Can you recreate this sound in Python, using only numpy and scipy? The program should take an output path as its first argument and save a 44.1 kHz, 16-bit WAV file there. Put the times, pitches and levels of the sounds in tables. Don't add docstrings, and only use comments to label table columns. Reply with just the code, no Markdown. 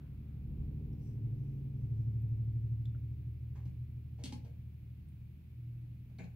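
import sys
import numpy as np
from scipy import signal
from scipy.fft import rfft, irfft
from scipy.io import wavfile
from scipy.ndimage import uniform_filter1d

SR = 44100
rng = np.random.default_rng(int(sys.argv[2]) if len(sys.argv) > 2 else 0)


def generate_wav(sig):
    pcm = np.round(np.clip(np.atleast_2d(sig).T, -1, 1) * 32767).astype(np.int16)
    wavfile.write(sys.argv[1], SR, pcm)


N = 280035
T = np.arange(N) / SR


# start_s, claw_db, scuff_db, knock_db, knock_centre_hz, decay_s
PAW_CONTACTS = [(2.947, -95.5, -83, -65, 520, 0.0043), (3.552, -77, -70, -61.5, 1100, 0.034),
                (3.654, -73.5, -71.5, -55, 174, 0.015), (4.184, -79.5, -72.5, -62, 513, 0.11),
                (4.238, -46.5, -80, -42, 240, 0.0074), (4.254, -50.5, -59.5, -52, 208, 0.013),
                (4.322, -51, -56.5, -55.5, 900, 0.0071), (4.326, -66.5, -80, -42, 231, 0.0051),
                (4.446, -77, -69, -60, 482, 0.023), (6.095, -92, -81, -75.5, 640, 0.026),
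                (6.186, -75, -56.5, -57, 190, 0.033), (6.193, -82, -64, -66, 600, 0.012),
                (6.241, -80, -65, -67, 200, .011)]
# pitch_hz, width_hz, gain_db
TOWER_MODES = [(171, 12, 8), (237.8, 12.8, 3.5), (470, 36, -4.5), (588, 88, -5.5), (839, 36, -1.5),
               (990, 110, -6.5), (1670, 110, -4)]
# freq_hz, gain_db
SCUFF_SPECTRUM = [(400, 10.5), (900, 4.5), (1250, -10.5), (1640, 1.5), (1900, -7), (2300, 6.5),
                  (3200, -16.5), (4230, -14), (5300, -29), (6760, -6.5), (8200, -30), (9500, -23),
                  (12000, -32)]

def paws(reach_octaves=0.51, landing_s=0.0025):
    scuff, drives = 0, np.zeros((len(TOWER_MODES), N))
    mode_hz = np.array(TOWER_MODES)[:, :1]
    for start_s, _, scuff_db, knock_db, centre_hz, decay_s in PAW_CONTACTS:
        contact = fade(start_s, decay_s)
        scuff += undb(scuff_db) * contact * (1 - fade(start_s, landing_s))
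        coupling = np.exp(-(np.log2(mode_hz / centre_hz) / reach_octaves) ** 2)
        drives += undb(knock_db) * coupling * contact
    boards = sum(undb(db) * band(drive * rng.standard_normal(N), hz, width_hz)
                 for drive, (hz, width_hz, db) in zip(drives, TOWER_MODES))
    return colour(scuff * fibres(rate_hz=5600, spread_db=-0.5), SCUFF_SPECTRUM) + boards


# freq_hz, gain_db
CLAW_SPECTRUM = [(900, -36), (2000, -16.5), (2600, -5.5), (3170, 0), (3700, -8), (4400, -1.5), (5100, -5.5),
                 (5900, -5.5), (7300, -11), (9000, -10.5), (12000, -20.5), (15500, -33)]

def claws(catch_db=3, catch_s=0.00095):
    grip = sum(undb(db) * (undb(catch_db) * fade(start_s, catch_s) + fade(start_s, decay_s))
               for start_s, db, _, _, _, decay_s in PAW_CONTACTS)
    return colour(grip * fibres(rate_hz=2400, spread_db=5), CLAW_SPECTRUM)


def fibres(rate_hz, spread_db):
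    snaps = (rng.random(N) < rate_hz / SR) * rng.choice([-1, 1], N)
    size_db = spread_db * np.minimum(rng.exponential(size=N), 2)
    return unit(snaps * undb(size_db))


# start_s, pitch_hz, level_db, decay_s
TICK_EVENTS = [(.93, 5500, -82, 0.0044), (2.219, 13100, -71.5, 0.0043), (2.855, 3505, -61, .004),
               (2.947, 1400, -71.5, 0.0057), (5.086, 9000, -74, .007), (6.186, 4270, -61.5, .0035),
               (6.241, 4200, -65, 0.0028)]

def ticks(overtone_ratio=2.08, overtone_db=-13.5, grit_db=-7):
    noise, out = rng.standard_normal(N), 0
    for start_s, hz, db, decay_s in TICK_EVENTS:
        phase = 2 * np.pi * hz * (T - start_s)
        ping = np.sin(phase)
        if hz * overtone_ratio < CUTOFF_HZ:
            ping += undb(overtone_db) * np.sin(overtone_ratio * phase)
        grit = undb(grit_db) * band(noise, hz, width_hz=0.15 * hz)
        out += undb(db) * fade(start_s, decay_s) * (ping + grit)
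    return out


# centre_s, level_db, half_length_s
FUR_STROKES = [(1.06, -81.5, 0.073), (1.45, -90.5, 0.15), (1.82, -89, .05), (2.0, -89, 0.05)]
# freq_hz, gain_db
FUR_SPECTRUM = [(3500, -26.5), (5000, -7), (5500, 1.5), (6000, -1), (6600, -10), (7500, -6.5), (8400, -8.5),
                (9400, -3.5), (11000, -26)]

def fur():
    return swells(FUR_STROKES) * colour(rng.standard_normal(N), FUR_SPECTRUM)


# time_s, rate_hz
CYCLE_RATE = [(0, 12.087), (.33, 12.117), (.75, 12.653), (2.35, 12.352), (3, 12.745), (4.2, 12.961),
              (4.58, 12.756), (5.7, 13.127), (6.35, 13.227)]
# time_s, level_db
FIRING_LEVEL = [(0, -52), (.65, -43.5), (1.35, -55.5), (1.9, -47.5), (3.3, -46.5), (6.35, -57)]
# time_s, level_db
NINTH_LEVEL = [(0, -54.5), (1, -48.5), (1.27, -38), (1.62, -50.5), (1.95, -36), (2.75, -36.5),
               (3.25, -45.5), (5, -52.5), (6.35, -68.5)]
# time_s, level_db
ELEVENTH_LEVEL = [(0, -58.5), (1.1, -49), (1.4, -41.5), (1.8, -42), (2.4, -53.5), (6.35, -68.5)]
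# time_s, level_db
TWELFTH_LEVEL = [(0, -55.5), (.85, -47), (1.35, -63), (2.2, -56.5), (3.5, -68), (6.35, -72.5)]
# time_s, level_db
RUMBLE_LEVEL = [(0, -67.5), (.3, -66.5), (.6, -58.5), (2.25, -62), (2.8, -68), (4.2, -74.5), (5.2, -82),
                (6.35, -76)]
# order, level_re_rumble_db
WEAK_ORDERS = [(4, -2.5), (8, 2), (13, -8), (15, -2), (16, -6.5), (17, -9), (18, 2), (19, -8.5), (20, -10),
               (23, -3.5), (24, -9.5), (27, -11), (30, -17), (31, -16), (32, -16.5), (37, -19), (60, -29.5)]
# freq_hz, gain_db
EXHAUST_SPECTRUM = [(40, -22.5), (70, -7), (100, 4.5), (140, 3), (170, -0.5), (210, -2.5), (290, -4),
                    (330, -11.5), (400, -10), (520, -17.5), (660, -31), (770, -26.5), (900, -29.5),
                    (1200, -37.5), (2000, -50.5)]

def engine(tenth_db=-6.5, waver_db=2, wander_turns=0.049, throb_depth=0.14, exhaust_db=4):
    cycle_hz, rumble_db, ninth_db = curve(CYCLE_RATE), curve(RUMBLE_LEVEL), curve(NINTH_LEVEL)
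    turns = 0.1 + np.cumsum(cycle_hz) / SR
    throb_lead_s = np.interp(T, [1.534, 1.85], [0.025, 0])
    beat_turns = turns + cycle_hz * throb_lead_s
    orders = tone(6 * turns, curve(FIRING_LEVEL)) + tone(9 * turns, ninth_db)
    orders += tone(9 * turns + beat_turns, ninth_db + tenth_db)
    orders += tone(9 * turns + 2 * beat_turns, curve(ELEVENTH_LEVEL))
    orders += tone(12 * turns + rng.random(), curve(TWELFTH_LEVEL))
    for order, db in WEAK_ORDERS:
        order_turns = round(order) * turns + rng.random() + wander_turns * drift(3)
        orders += tone(order_turns, rumble_db + db + waver_db * drift(2.7))
    purr = np.array([orders, delay(orders, lag_s=0.00029)]) * pan(left_db=0.07)
    throb = 1 + throb_depth * np.cos(2 * np.pi * beat_turns)
    return purr + diffuse(EXHAUST_SPECTRUM) * throb * undb(rumble_db + exhaust_db)


# freq_hz, gain_db
SHUDDER_SPECTRUM = [(18, -30), (30, -18.5), (43, 1.5), (56, 0.5), (70, -6.5), (100, -28.5)]
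# centre_s, level_db, half_length_s
LOW_THUMPS = [(.59, -43, 0.089), (.89, -59, 0.057), (3.69, -53, 0.044)]

def walls(shudder_db=-55, rumble_ref_db=-59.5, follow_db_per_db=0.45):
    shake = undb(shudder_db + follow_db_per_db * (curve(RUMBLE_LEVEL) - rumble_ref_db))
    return diffuse(SHUDDER_SPECTRUM) * (shake + swells(LOW_THUMPS))


# time_s, pitch_hz
DRONE_GLIDE = [(0, 119.5), (3, 119.57), (3.85, 122.4), (4.6, 119), (5.3, 119.7), (5.7, 119.4),
               (6.35, 120.4)]
# time_s, level_db
DRONE_LEVEL = [(0, -60.5), (1.1, -60.5), (3.2, -54), (3.75, -44.5), (4.2, -63.5), (5.3, -59), (5.7, -45),
               (6.1, -51)]
# freq_hz, gain_db
STREET_SPECTRUM = [(40, -25.5), (90, -3), (135, -1), (190, -4), (250, -16), (330, -20), (450, -37),
                   (800, -50)]
# freq_hz, gain_db
HISS_SPECTRUM = [(200, 8.5), (500, 4), (830, -0.5), (1200, -1), (1800, -0.5), (2350, 6), (3200, -2),
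                 (4500, -6.5), (6000, -12.5), (8500, -14.5), (10200, -11.5), (11600, -5.5), (13600, -5.5),
                 (14600, -2.5)]

def background(hum_hz=49.9, hum_db=-68.5, street_db=-57, hiss_db=-76):
    drone = tone(np.cumsum(curve(DRONE_GLIDE)) / SR, curve(DRONE_LEVEL))
    hum = tone(hum_hz * T, hum_db + 1.6 * drift(2))
    street = undb(street_db) * diffuse(STREET_SPECTRUM)
    hiss = undb(hiss_db) * diffuse(HISS_SPECTRUM)
    return drone + hum + street + hiss


# freq_hz, gain_db
RUSTLE_SPECTRUM = [(400, 4.5), (520, 5.5), (680, -2.5), (900, -1.5), (1200, 0), (1550, -1.5), (1900, -12),
                   (3000, -14.5)]

def rustle(level_db=-78, centre_s=0.18, half_length_s=0.41):
    envelope = swells([(centre_s, level_db + 1.7 * drift(13), half_length_s)])
    return envelope * diffuse(RUSTLE_SPECTRUM)


def room(x, split_hz=2000, low_t60_s=0.33, high_t60_s=0.2, gap_s=0.003, tail_db=-1):
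    t = T[:SR // 2]
    noise = rng.standard_normal((2, len(t)))
    low = signal.sosfilt(signal.butter(2, split_hz, fs=SR, output="sos"), noise)
    high = signal.sosfilt(signal.butter(2, split_hz, "high", fs=SR, output="sos"), noise)
    tail = (low * 1000 ** (-t / low_t60_s) - high * 1000 ** (-t / high_t60_s)) * (t > gap_s)
    wet = signal.fftconvolve(x[None], tail / np.linalg.norm(tail[0]), axes=1)[:, :N]
    direct = np.array([delay(x, lag_s=0.00005), x])
    return direct + undb(tail_db) * wet


def diffuse(spectrum, coherence_hz=650):
    mid, side = colour(rng.standard_normal((2, N)), spectrum)
    coherence = 0.98 * np.exp(-(np.fft.rfftfreq(N, 1 / SR) / coherence_hz) ** 2)
    mid = irfft(rfft(mid) * np.sqrt(1 + coherence), N)
    side = irfft(rfft(side) * np.sqrt(1 - coherence), N)
    return unit(np.array([mid + side, mid - side]))


def colour(x, spectrum):
    size = 2 ** 19
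    hz, db = np.transpose(spectrum)
    bin_hz = np.maximum(np.fft.rfftfreq(size, 1 / SR), 1)
    octaves_outside = np.maximum(np.log2(bin_hz / hz[-1]), 0) + np.maximum(np.log2(hz[0] / bin_hz), 0)
    gain = unit(undb(np.interp(np.log(bin_hz), np.log(hz), db) - 20 * octaves_outside))
    cepstrum = irfft(np.log(gain))
    cepstrum[1:size // 2] *= 2
    cepstrum[size // 2 + 1:] = 0
    return irfft(rfft(x, size) * np.exp(rfft(cepstrum)))[..., :N]


def band(x, hz, width_hz):
    t = T[:SR // 5]
    ring = np.exp(-np.pi * width_hz * t) * np.cos(2 * np.pi * hz * t)
    edges_hz = [0.6 * hz, min(1.6 * hz, 0.49 * SR)]
    ring = signal.sosfilt(signal.butter(1, edges_hz, "band", fs=SR, output="sos"), ring)
    return signal.oaconvolve(x, ring / np.linalg.norm(ring))[:N]


def drift(rate_hz):
    hold = int(SR / rate_hz)
    steps = np.repeat(rng.standard_normal(N // hold + 1), hold)
    return unit(uniform_filter1d(uniform_filter1d(steps, hold), hold)[:N])


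def tone(turns, rms_db):
    return np.sqrt(2) * undb(rms_db) * np.cos(2 * np.pi * turns)


def fade(start_s, decay_s):
    return (T >= start_s) * np.exp(-np.clip((T - start_s) / decay_s, 0, 50))


def swells(table):
    return sum(undb(db) * np.exp(-((T - centre_s) / half_s) ** 2) for centre_s, db, half_s in table)


def curve(table):
    return np.interp(T, *np.transpose(table))


def delay(x, lag_s):
    return np.interp(T - lag_s, T, x)


def pan(left_db):
    return undb(np.array([[1], [-1]]) * left_db / 2)


def undb(db):
    return 10 ** (np.asarray(db) / 20)


def unit(x):
    return x / np.sqrt(np.mean(x ** 2))


def scene(tick_send_db=-3):
    taps = ticks()
    contacts = (room(paws() + fur() + undb(tick_send_db) * taps) + taps) * pan(left_db=2.5)
    crackle = room(claws()) * pan(left_db=0.5)
    return contacts + crackle + engine() + walls() + background() + rustle()


CUTOFF_HZ = 15700

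def record(dry):
    return signal.sosfilt(signal.ellip(10, 0.2, 80, CUTOFF_HZ, fs=SR, output="sos"), dry)


dry = scene()
out = record(dry)
generate_wav(out)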